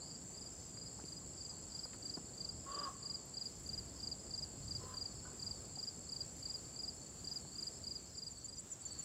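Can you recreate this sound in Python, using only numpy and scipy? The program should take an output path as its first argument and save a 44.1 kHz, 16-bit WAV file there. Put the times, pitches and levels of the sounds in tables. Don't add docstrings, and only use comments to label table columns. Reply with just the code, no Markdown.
import sys
import numpy as np
from scipy import signal
from scipy.fft import rfft, irfft, next_fast_len
from scipy.io import wavfile
from scipy.ndimage import uniform_filter1d, map_coordinates

SR = 44100
rng = np.random.default_rng(int(sys.argv[2]) if len(sys.argv) > 2 else 0)


def ratio_of_db(decibels):
    return 10 ** (np.asarray(decibels, float) / 20)


def log_audio(samples):
    frames = np.atleast_2d(samples).T
    limited = np.clip(frames, -1, 1)
    pcm = np.round(limited * 32767).astype(np.int16)
    wavfile.write(sys.argv[1], SR, pcm)


N = 398663
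T = np.arange(N) / SR

# (time of the middle full stroke [s], lengths of the three full strokes [ms] x 3)
NEAR_CHIRPS = [(0.1022, 20, 20, 17), (0.415, 17, 17, 17), (0.814, 19, 17.5, 20), (1.122, 11, 11, 20.5),
               (1.449, 15, 17.5, 21), (1.7912, 17, 8.7, 20), (2.096, 16, 9.3, 19), (2.447, 12, 8.7, 11),
               (2.788, 14.5, 15.5, 20.5), (3.098, 16.4, 18, 17), (3.4119, 16, 15.7, 16.5),
               (3.732, 10.3, 17.5, 18.5), (4.0724, 19.6, 8.4, 15), (4.379, 15, 18.4, 19),
               (4.7503, 16.6, 20, -2.5), (5.012, 16.4, 18, 8), (5.4656, 11, 16, 8.5), (5.829, 19, 15, 19),
               (6.163, 16, 8.6, 14.5), (6.4968, 10.6, 19, 19.5), (6.834, 21, 17, 17),
               (7.314, 11, 15.4, 18.5), (7.626, 17, 10, 15), (7.9104, 16, 13.5, 16.5), (8.221, 16, 17, 19),
               (8.526, 19, 19, 19.5)]
# (pause before the next [ms], level [dB], wing pitch at the usual length [Hz])
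NEAR_STROKES = [
    (29.3, -6.5, 4830),
    (42.2, -0.95, 4830),
    (45.1, 0, 4855),
    (0, 0.5, 4865),
]
# (time [s], level [dB])
FACING = [
    (.1, -52.5),
    (.45, -49.5),
    (.8, -49),
    (1.45, -46.5),
    (1.8, -42.5),
    (2.45, -41),
    (3.1, -40),
    (9, -40),
]
LEAD_MS, USUAL_MS = 9.9, 17
LONGER_WAITS_MS, LONGER_DB, LONGER_HZ = .22, -0.2, 5.9

# (first stroke [s], time between strokes [s], stroke length [ms], level [dB])
TINKLE_HIGH = (8.162, .108, 16.5, -47)
TINKLE_MID = (8.172, .1362, 18.5, -41.5)
TINKLE_LOW = (8.087, .1577, 22.5, -58)
TINKLE_TOP = (8.206, .117, 15, -77)
# (time
# [s], length [ms], level [dB], wing pitch [Hz])
BURST_STROKES = [(8.328, 13, -59, 4750), (8.358, 21, -56.5, 4640), (8.403, 17, -57.5, 4620),
                 (8.43, 12, -61, 4600), (8.815, 11, -62, 4750), (8.829, 13, -56.5, 4700),
                 (8.858, 19, -55, 4620), (8.885, 12, -56, 4650), (8.906, 19, -51, 4640),
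                 (8.934, 11, -53, 4580), (8.949, 18.7, -53, 4640), (8.97, 10, -59, 4710),
                 (8.985, 10, -59, 4620), (9.0, 15, -59, 4600), (9.02, 14, -59, 4480)]
DISSOLVE_START_S, DISSOLVE_END_S = 7.85, 8.88

# (time of the last stroke [s], length [s], level [dB])
SLOPE_CHIRPS = [(.072, .06, -68), (.592, 0.23, -65), (1.056, 0.23, -66.5), (1.443, .16, -66),
                (1.84, 0.15, -64), (2.241, 0.14, -65), (2.671, 0.21, -67), (3.14, .16, -68),
                (3.59, 0.19, -68), (3.995, 0.17, -66), (4.38, 0.19, -65), (4.824, 0.19, -64.5),
                (5.222, 0.19, -64.5), (5.647, .2, -68), (6.08, 0.18, -65.5), (6.535, .2, -65.5),
                (6.964, 0.22, -66), (7.39, .18, -65), (7.772, 0.19, -64), (8.133, 0.1, -69)]
# (time [s], length [s], level [dB])
FAR_LOW_CHIRPS = [(.072, .14, -68), (.482, .17, -74), (.872, .17, -73), (1.277, 0.18, -72),
                  (1.625, .18, -72), (2.0, .18, -70), (2.382, 0.15, -72), (2.75, 0.16, -72),
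                  (3.14, .18, -72), (3.48, 0.16, -74), (3.916, .2, -73), (4.27, 0.15, -72),
                  (4.695, 0.14, -69), (5.078, 0.15, -72), (5.447, .14, -71), (5.743, 0.14, -70),
                  (6.112, .17, -72), (6.49, 0.19, -73), (6.84, .2, -75), (7.288, 0.16, -73),
                  (7.67, 0.16, -75), (8.065, .1, -72)]
# (time [s], length [s], level [dB])
FAINT_CHIRPS = [(.6, 0.13, -73), (1.03, 0.18, -73), (1.53, .17, -71), (1.9, .19, -73), (2.84, 0.13, -73),
                (3.69, 0.1, -73), (4.17, .13, -74), (4.6, 0.096, -75), (5.0, .13, -76), (5.4, 0.18, -76),
                (5.85, 0.2, -75), (6.25, 0.15, -72), (7.18, 0.16, -74)]
# (time [s], length [s], level [dB])
FAR_HIGH_CHIRPS = [(0.25, 0.076, -65), (0.496, 0.17, -67), (0.948, 0.18, -69), (1.326, 0.23, -69),
                   (1.672, 0.18, -72), (2.002, 0.15, -68), (2.369, 0.1, -66), (2.717, 0.21, -71),
                   (3.166, 0.15, -70), (3.499, 0.21, -70), (3.941, 0.15, -70), (4.297, 0.14, -68),
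                   (4.621, 0.18, -69), (4.97, 0.15, -74), (5.295, 0.17, -73), (5.643, 0.12, -72),
                   (5.911, 0.2, -72), (6.243, 0.18, -71), (6.587, 0.18, -70.9), (6.935, 0.14, -70),
                   (7.241, 0.14, -72.3), (7.579, 0.2, -73), (7.908, 0.17, -72)]
# (time [s], level [dB])
GRASS_STROKES = [(1.627, -61), (1.662, -65), (2.287, -59), (2.333, -58), (3.284, -63), (3.875, -66),
                 (3.905, -65), (3.948, -62), (3.985, -62), (4.567, -63), (4.624, -56), (4.799, -60),
                 (4.841, -60), (5.113, -57), (5.15, -60), (5.189, -58), (5.243, -59), (5.555, -58),
                 (5.594, -58), (5.643, -59), (5.691, -60), (5.989, -65), (6.03, -59), (6.064, -57),
                 (6.243, -64), (6.285, -63), (6.581, -55), (6.645, -59), (6.929, -64), (6.97, -63),
                 (7.014, -58), (7.06, -57), (7.396, -59), (7.425, -58), (7.476, -56), (7.52, -56),
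                 (7.713, -66), (7.751, -67), (8.001, -59), (8.044, -58), (8.085, -67)]

# (wing pitch [Hz], strokes a second [1/s], level [dB])
SINGERS = [(6850, 31.5, -11), (7260, 64, 0), (7525, 69, 1), (7750, 26, -3.5), (7070, 98, -6),
           (8100, 64, -14.5), (8204, 30, -13)]
# (time [s], level [dB])
TRILL_LEVEL = [
    (0.0, -54),
    (3.65, -55),
    (4.48, -54.5),
    (7.75, -54.5),
    (8.36, -59),
    (9.04, -56.5),
]
# (frequency [Hz], level [dB per Hz])
MASS_COLOUR = [(3710, -47), (6300, -16), (6510, -14.5), (7050, 1.5), (7500, 2.5), (7980, -5.5),
               (8550, -16.5), (9200, -16), (12000, -59), (20200, -120)]
# (time [s], level [dB])
MEADOW_LEVEL = [
    (0, -55),
    (.2, -63),
    (1.1, -60),
    (2.7, -62),
    (4.3, -61.5),
    (5.7, -62),
    (7.4, -61.5),
    (8.45, -59),
    (8.62, -58),
]
# (frequency [Hz], level [dB per Hz])
MEADOW_COLOUR = [(3900, -42), (4200, -12), (4500, -22), (4800, -14.5), (5050, -10), (5400, -34)]

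# (start [s], length [s], level [dB], throbs a second [1/s])
CROAKS = [
    (2.654, 0.25, -54, 53.1),
    (4.791, .185, -61.5, 58),
    (5.245, 0.056, -62, 50),
]
# (time [s], second harmonic [Hz])
CROAK_PITCH = [(2.66, 1082), (2.75, 1131), (2.82, 1154), (2.85, 1102), (2.92, 1060), (4.8, 1015),
               (4.98, 1024), (5.25, 995)]
# (frequency [Hz], level [dB])
THROAT = [(300, -7), (550, -7), (830, -16), (1100, 0.5), (1240, -1), (1420, -9.5), (1650, -11),
          (2200, -29.5), (2900, -16.5), (3700, -23.5), (5000, -46)]

# (time [s], peak level [dB], lowest frequency [Hz], highest frequency [Hz])
KNOCKS = [(.741, -46, 110, 320), (0.772, -51, 850, 3400), (.988, -50, 650, 1100), (0.995, -51.5, 650, 1250),
          (.997, -56, 1200, 2100), (1.012, -58, 1000, 2000), (1.038, -57, 2200, 3200),
          (1.04, -42.5, 120, 700), (1.8548, -47.5, 400, 1500), (1.933, -49.5, 960, 4200),
          (1.944, -51, 900, 1900), (2.172, -40.5, 198, 1390), (2.178, -42, 130, 1200),
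          (2.884, -50, 700, 840), (4.836, -46, 380, 550), (4.834, -60, 2340, 3795),
          (4.834, -58, 1300, 2000), (4.932, -53, 1180, 1450), (4.937, -62, 1690, 1900),
          (5.247, -54, 1470, 1566), (5.25, -56, 1150, 1387), (5.268, -58, 1420, 1570),
          (5.29, -62, 1420, 1600), (5.315, -64, 1420, 1600), (5.77, -50.5, 724, 880),
          (7.314, -57, 810, 1028), (7.413, -57, 520, 704), (7.45, -51, 300, 1407)]
# (time [s], peak level [dB], centre frequency [Hz])
TICKS = [(1.8527, -59, 10300), (1.9415, -61, 11200), (2.1655, -65, 9630), (3.2565, -59, 12800),
         (3.2919, -59, 10100), (3.5972, -61, 10800), (3.6311, -62, 11000), (3.6731, -61, 10800),
         (6.0876, -62, 9550), (6.1195, -60, 11000), (6.1519, -62, 9510), (6.3679, -60, 11100),
         (6.3959, -59, 9490), (6.9481, -59, 9220)]

# (time [s], level [dB])
WIND_LEVEL = [(0, -64.5), (.4, -62), (2.4, -64), (3.4, -64.5), (3.7, -56.5), (5.6, -57.5), (5.8, -67),
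              (6.2, -63), (7.8, -66.5), (8.45, -66.5), (9.04, -64.5)]
# (frequency [Hz], level [dB per Hz])
RUMBLE_COLOUR = [(13, -33), (22, -25), (48, 5), (91, 7), (173, -6.5), (210, -33), (250, -27), (320, -51),
                 (550, -120)]
# (frequency [Hz], level [dB per Hz])
HUSH_COLOUR = [(35, -20), (60, -2.5), (161, 0.5), (715, -12.5), (964, -17.5), (1370, -21.5), (1880, -25.5),
               (3790, -29.5), (4000, -34), (5200, -67), (8800, -120)]
# (frequency [Hz], level [dB per Hz])
HISS_COLOUR = [(500, -19), (1200, 1.5), (2500, -5), (4000, -1.5), (5700, 3.5), (6600, 3.5), (8800, -12.5),
               (10200, -2.5), (12500, -11), (14400, -7.5), (15950, -14)]
# (time [s], length [s], highest frequency lost [Hz])
TREBLE_GAPS = [(.14, .065, 11000), (.23, .035, 9700), (.6, .045, 10200), (.68, .03, 10400),
               (.95, .03, 10400), (2.53, .02, 10300), (2.595, .05, 9900), (3.19, .055, 9900),
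               (3.85, .03, 9200), (3.91, .07, 9700), (4.1, .05, 9100), (4.82, .03, 9900), (5.1, .02, 9700),
               (6.04, .03, 9900), (8.04, .12, 9900), (8.39, .05, 9600), (8.59, .055, 10200),
               (8.7, .045, 10200), (8.8, .015, 10600), (8.99, .03, 9700)]


def unit(x):
    return x / np.sqrt(np.mean(x ** 2) + 1e-20)


def curve(rows):
    return np.interp(T, *np.transpose(rows))


def wobble(rate):
    return map_coordinates(rng.standard_normal(int(N * rate / SR) + 4), [T * rate])


def coloured(x, points):
    m = next_fast_len(N + 8192)
    hz, db = np.transpose(points)
    axis = np.log(np.fft.rfftfreq(m, 1 / SR) + 1)
    gain = ratio_of_db(np.interp(axis, np.log(hz), db, -120, -120))
    return irfft(rfft(x, m) * gain, m)[:N]


def rush(points, patchy_db):
    z = signal.stft(rng.standard_normal(N), nperseg=512)[2]
    patches = uniform_filter1d(rng.standard_normal(z.shape), size=6, axis=0)
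    patches = uniform_filter1d(patches, size=12, axis=1)
    noise = signal.istft(z * ratio_of_db(patchy_db * unit(patches)), nperseg=512)[1][:N]
    return unit(coloured(noise, points))


def trees(x, t60):
    t = np.arange(SR // 2) / SR
    tail = rng.standard_normal(len(t)) * ratio_of_db(-60 * t / t60) * (t > .004)
    return signal.fftconvolve(x, tail / np.linalg.norm(tail))[:N]


def arrival(s):
    return np.clip((s - DISSOLVE_START_S) / (DISSOLVE_END_S - DISSOLVE_START_S), 0, 1)


def both(first_db, second_db):
    return np.hypot(ratio_of_db(first_db) * (1 - arrival(T)), ratio_of_db(second_db) * arrival(T))


def add_stroke(out, s, ms, db, hz, sag, fall_ms, rise, second_db=-80, third_db=-80):
    t = np.arange(round((ms + 14) * SR / 1000)) / SR * 1000 - 2

    def slowing(u):
        slow_start = rise * np.exp(-np.maximum(u, 0) / 7.1)
        slow_end = sag * np.clip((u - ms) / fall_ms + 1, 0, 1.8) ** 2
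        return slow_start + slow_end

    pitch = hz * (1 - slowing(t) + slowing(ms / 4))
    phase = 2 * np.pi * (np.cumsum(pitch) / SR + rng.random())
    tone = np.sin(phase) + ratio_of_db(second_db) * np.sin(2 * phase) + ratio_of_db(third_db) * np.sin(3 * phase)
    onset = np.sin(np.clip((t + 2) / 3.5, 0, 1) * np.pi / 2) ** 1.3
    end = 1 / (1 + np.exp((t - ms) / .9))
    end += (.04 + .1 * rng.random()) / (1 + np.exp((t - ms - 6) / 1.2))
    at = max(round((s - .002) * SR), 0)
    part = out[at:at + len(t)]
    part += (ratio_of_db(db) * onset * end * tone)[:len(part)]


def near_cricket():
    x = np.zeros(N)
    pause, stroke_db, stroke_hz = np.transpose(NEAR_STROKES)
    for s, *full in NEAR_CHIRPS:
        chance = rng.standard_normal((3, 4))
        ms = np.array([LEAD_MS, *full])
        over = ms - USUAL_MS
        waits = pause[:3] + LONGER_WAITS_MS * over[:3] * [0, 1, 1]
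        late = np.cumsum(np.r_[0, waits])
        times = s + (late - late[2]) / 1000
        level = np.interp(s, *np.transpose(FACING)) + stroke_db + LONGER_DB * over + 0.39 * chance[0]
        pitch = stroke_hz + LONGER_HZ * over + 18 * chance[1]
        rises = 0.006 + 0.013 * chance[2]
        for time, length, db, hz, rise in zip(times, ms, level, pitch, rises):
            add_stroke(x, time, length, db, hz, sag=0.062, fall_ms=9.7, rise=rise, third_db=-38)
    x *= 1 - arrival(T)
    rock = trees(np.pad(x, (round(.021 * SR), 0))[:N], t60=.02)
    return x + x.std() * (ratio_of_db(-20) * unit(rock) + ratio_of_db(-18) * unit(trees(x, t60=0.11)))


def tinklers():
    x = np.zeros(N)
    for (first, period, ms, db), hz, sag, rise, second_db in [
            (TINKLE_HIGH, 7940, .025, .02, -80), (TINKLE_MID, 7270, .05, .004, -35),
            (TINKLE_LOW, 5990, .085, .06, -80), (TINKLE_TOP, 14500, .05, .01, -80)]:
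        for k, (a, b) in enumerate(rng.standard_normal((9, 2))):
            s = min(first + k * period, T[-1] + .002)
            add_stroke(x, s, ms + 1.2 * a, db + .6 * b, hz, sag, fall_ms=11, rise=rise, second_db=second_db)
    x *= arrival(T) ** .8
    return x + ratio_of_db(-20) * trees(x, t60=0.18)


def trill_burst():
    x = np.zeros(N)
    for s, ms, db, hz in BURST_STROKES:
        add_stroke(x, s, ms, db, hz, sag=0.09, fall_ms=17, rise=.003)
    x += ratio_of_db(-11) * np.roll(x, round(.0125 * SR)) * (T > 8)
    x = ratio_of_db(2.2 * wobble(170)) * x + ratio_of_db(-5) * trees(x, t60=.05)
    return x + ratio_of_db(-11) * trees(x, t60=0.13)


def chirps(rows, hz, gap_s, ms, boost_db, wet_db, climb, back=False, sag=-0.017, second_db=-60):
    x = np.zeros(N)
    for s, length, db in rows:
        for late in np.arange(0, length, gap_s):
            at = s - late if back else s + late
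            along = (at - s + length * back) / length
            note = hz * (1 + climb * (along - .6) + rng.normal(0, .003))
            level = db + boost_db - 2.5 * (1 - along) ** 3 + rng.normal(0, 0.86)
            add_stroke(x, at + rng.normal(0, .002), ms, level, note, sag=sag, fall_ms=ms, rise=0.01,
                       second_db=second_db)
    x *= ratio_of_db(2.2 * wobble(70))
    return x + ratio_of_db(wet_db) * x.std() * unit(trees(x, t60=0.18))


def far_crickets():
    x = chirps(SLOPE_CHIRPS, 5110, gap_s=.0368, ms=15, boost_db=4.0, wet_db=-11, climb=.009, back=True,
               sag=-.008, second_db=-17)
    x += chirps(FAR_LOW_CHIRPS, 5400, gap_s=.037, ms=25, boost_db=2.5, wet_db=1, climb=.004, sag=-.002)
    x += chirps(FAINT_CHIRPS, 6010, gap_s=0.021, ms=13, boost_db=2.5, wet_db=-10.0, climb=0.0086)
    x += chirps(FAR_HIGH_CHIRPS, 6170, gap_s=.030, ms=25.0, boost_db=-1.5, wet_db=1.0, climb=0.013)
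    return x


def grass_cricket():
    x = np.zeros(N)
    for s, db in GRASS_STROKES:
        add_stroke(x, s, 15, db - 0.5, 4520 + 25 * rng.standard_normal(), sag=0.051, fall_ms=13, rise=.003)
    return x + ratio_of_db(-6) * x.std() * unit(trees(x, t60=.1))


def throbs():
    rattle = np.zeros(N)
    for start, length, db, rate in CROAKS:
        for k, (a, b) in enumerate(rng.standard_normal((16, 2))):
            late = (k + 0.76 + 0.07 * a) / rate
            swell = (late / .03) ** .6
            fade = (length - late) / .025
            size = np.clip(min(swell, fade), 0, 1)
            level = db + 0.62 * b + 5 * late / length
            rattle += size * ratio_of_db(level) * np.exp(-((T - start - late) / 0.0075) ** 2)
    return rattle


def raven():
    rattle = throbs()
    effort = uniform_filter1d(rattle, size=3000)
    strain = np.abs(effort) / effort.max()
    bright = strain ** 1.7
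    shake = (.022 - .008 * bright ** .3) * wobble(160)
    phase = np.pi * np.cumsum(curve(CROAK_PITCH) * (1 + shake)) / SR
    voice = (0.39 + 0.26 * bright ** .2) * ratio_of_db(2.7 * wobble(60)) * np.cos(phase)
    voice += 1.2 * np.cos(2 * phase)
    voice += 0.38 * sum(np.cos((k + .5) * phase) for k in range(1, 4))
    voice += bright * (.6 * np.cos(3 * phase) + .3 * np.cos(5 * phase) + 0.2 * np.cos(6 * phase))
    breath = 2.13 * rng.standard_normal(N) * (rattle + effort) * strain ** 0.34
    x = coloured((voice * rattle + breath) * ratio_of_db(4.5), THROAT)
    valley = unit(trees(np.pad(x, (2500, 0))[:N], t60=1.4))
    return x + x.std() * (ratio_of_db(-4.5) * unit(trees(x, t60=0.2)) + ratio_of_db(-13.5) * valley)


def hands():
    x = np.zeros(N)
    t = np.arange(1300) / SR
    ticks = [(s, db + 4.5, 0.92 * hz, 1.1 * hz) for s, db, hz in TICKS]
    for s, db, low_hz, high_hz in KNOCKS + ticks:
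        decay = ratio_of_db(-60 * t / (0.012 + 45 / max(high_hz, 900)))
        jolt = (rng.standard_normal(len(t)) + 12000 / high_hz * (t == 0)) * decay
        soft = signal.butter(1, low_hz, fs=SR, output="sos")
        band = signal.butter(3, [low_hz, high_hz], "band", fs=SR, output="sos")
        jolt = signal.sosfilt(band, signal.sosfilt(soft, jolt))
        x[round(s * SR):][:len(t)] += ratio_of_db(db) * jolt / np.abs(jolt).max()
    return x


def trill():
    x = np.zeros(N)
    for hz, rate, db in SINGERS:
        pace = rate * (1 + .025 * wobble(.6) - .007 * (T - 4))
        beat = np.cumsum(pace) / SR % 1
        pitch = hz * (1 - .024 * (beat - .35) + .004 * wobble(25))
        tone = np.sin(2 * np.pi * np.cumsum(pitch) / SR)
        stroke = np.sin(np.pi * np.clip(beat / 0.56, 0, 1))
        x += ratio_of_db(db + 1.1 * wobble(1.4) + 0.94 * wobble(30)) * stroke * tone
    blur = unit(x) + ratio_of_db(-7.0) * unit(trees(x, t60=0.37)) + ratio_of_db(-2.0) * rush(MASS_COLOUR, patchy_db=1.5)
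    return ratio_of_db(curve(TRILL_LEVEL)) * unit(blur)


def meadow():
    x = np.zeros(N)
    for s, pitch, size in rng.random((750, 3)):
        add_stroke(x, s * T[-1], 14, 4 * size, 4480 + 370 * pitch, sag=0.055, fall_ms=12, rise=0.0024)
    blur = unit(x) + ratio_of_db(3.0) * unit(trees(x, t60=0.14)) + ratio_of_db(2.0) * rush(MEADOW_COLOUR, patchy_db=3.5)
    return ratio_of_db(curve(MEADOW_LEVEL) - 3.0) * (1 - arrival(T)) * unit(blur)


def air():
    wind_db = curve(WIND_LEVEL)
    rumble = ratio_of_db(wind_db + 1.5 * wobble(3.76)) * rush(RUMBLE_COLOUR, patchy_db=-1.5)
    hush_swing_db = 0.13 * (wind_db - wind_db.mean())
    hush = both(-60.5, -62) * ratio_of_db(3.5 + hush_swing_db) * rush(HUSH_COLOUR, patchy_db=0.98)
    hiss = rush(HISS_COLOUR, patchy_db=.5)
    high = coloured(hiss, [(8800, -24), (9400, 2), (10400, 4.0), (12000, -2.0), (16000, 0.5)])
    hiss = hiss - 0.42 * arrival(T) * high
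    hiss_gain = both(-68 + 0.3 * (T - 4), -63.5)
    return rumble + hush + hiss_gain * ratio_of_db(1.16 * wobble(11)) * hiss


def scene():
    crickets = near_cricket() + tinklers() + trill_burst() + far_crickets() + grass_cricket()
    return (crickets + raven() + hands() + trill() + meadow() + air())[None]


def low_pass(x):
    return signal.sosfilt(signal.butter(12, 16000, fs=SR, output="sos"), x)


def record(dry):
    hz, t, z = signal.stft(dry, SR, nperseg=512)
    for s, length, top_hz in TREBLE_GAPS:
        for low_hz in range(8650, top_hz, 450):
            late, early = rng.random(2)
            before = t < s + (.3 * late - .1) * length
            after = t > s + (1.15 - .3 * early) * length
            z[0, (hz >= low_hz) & (hz < low_hz + 450)] *= before | after
    mix = signal.istft(z, SR, nperseg=512)[1][:, :N]
    return low_pass(mix)


dry = scene()
out = record(dry)
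log_audio(out)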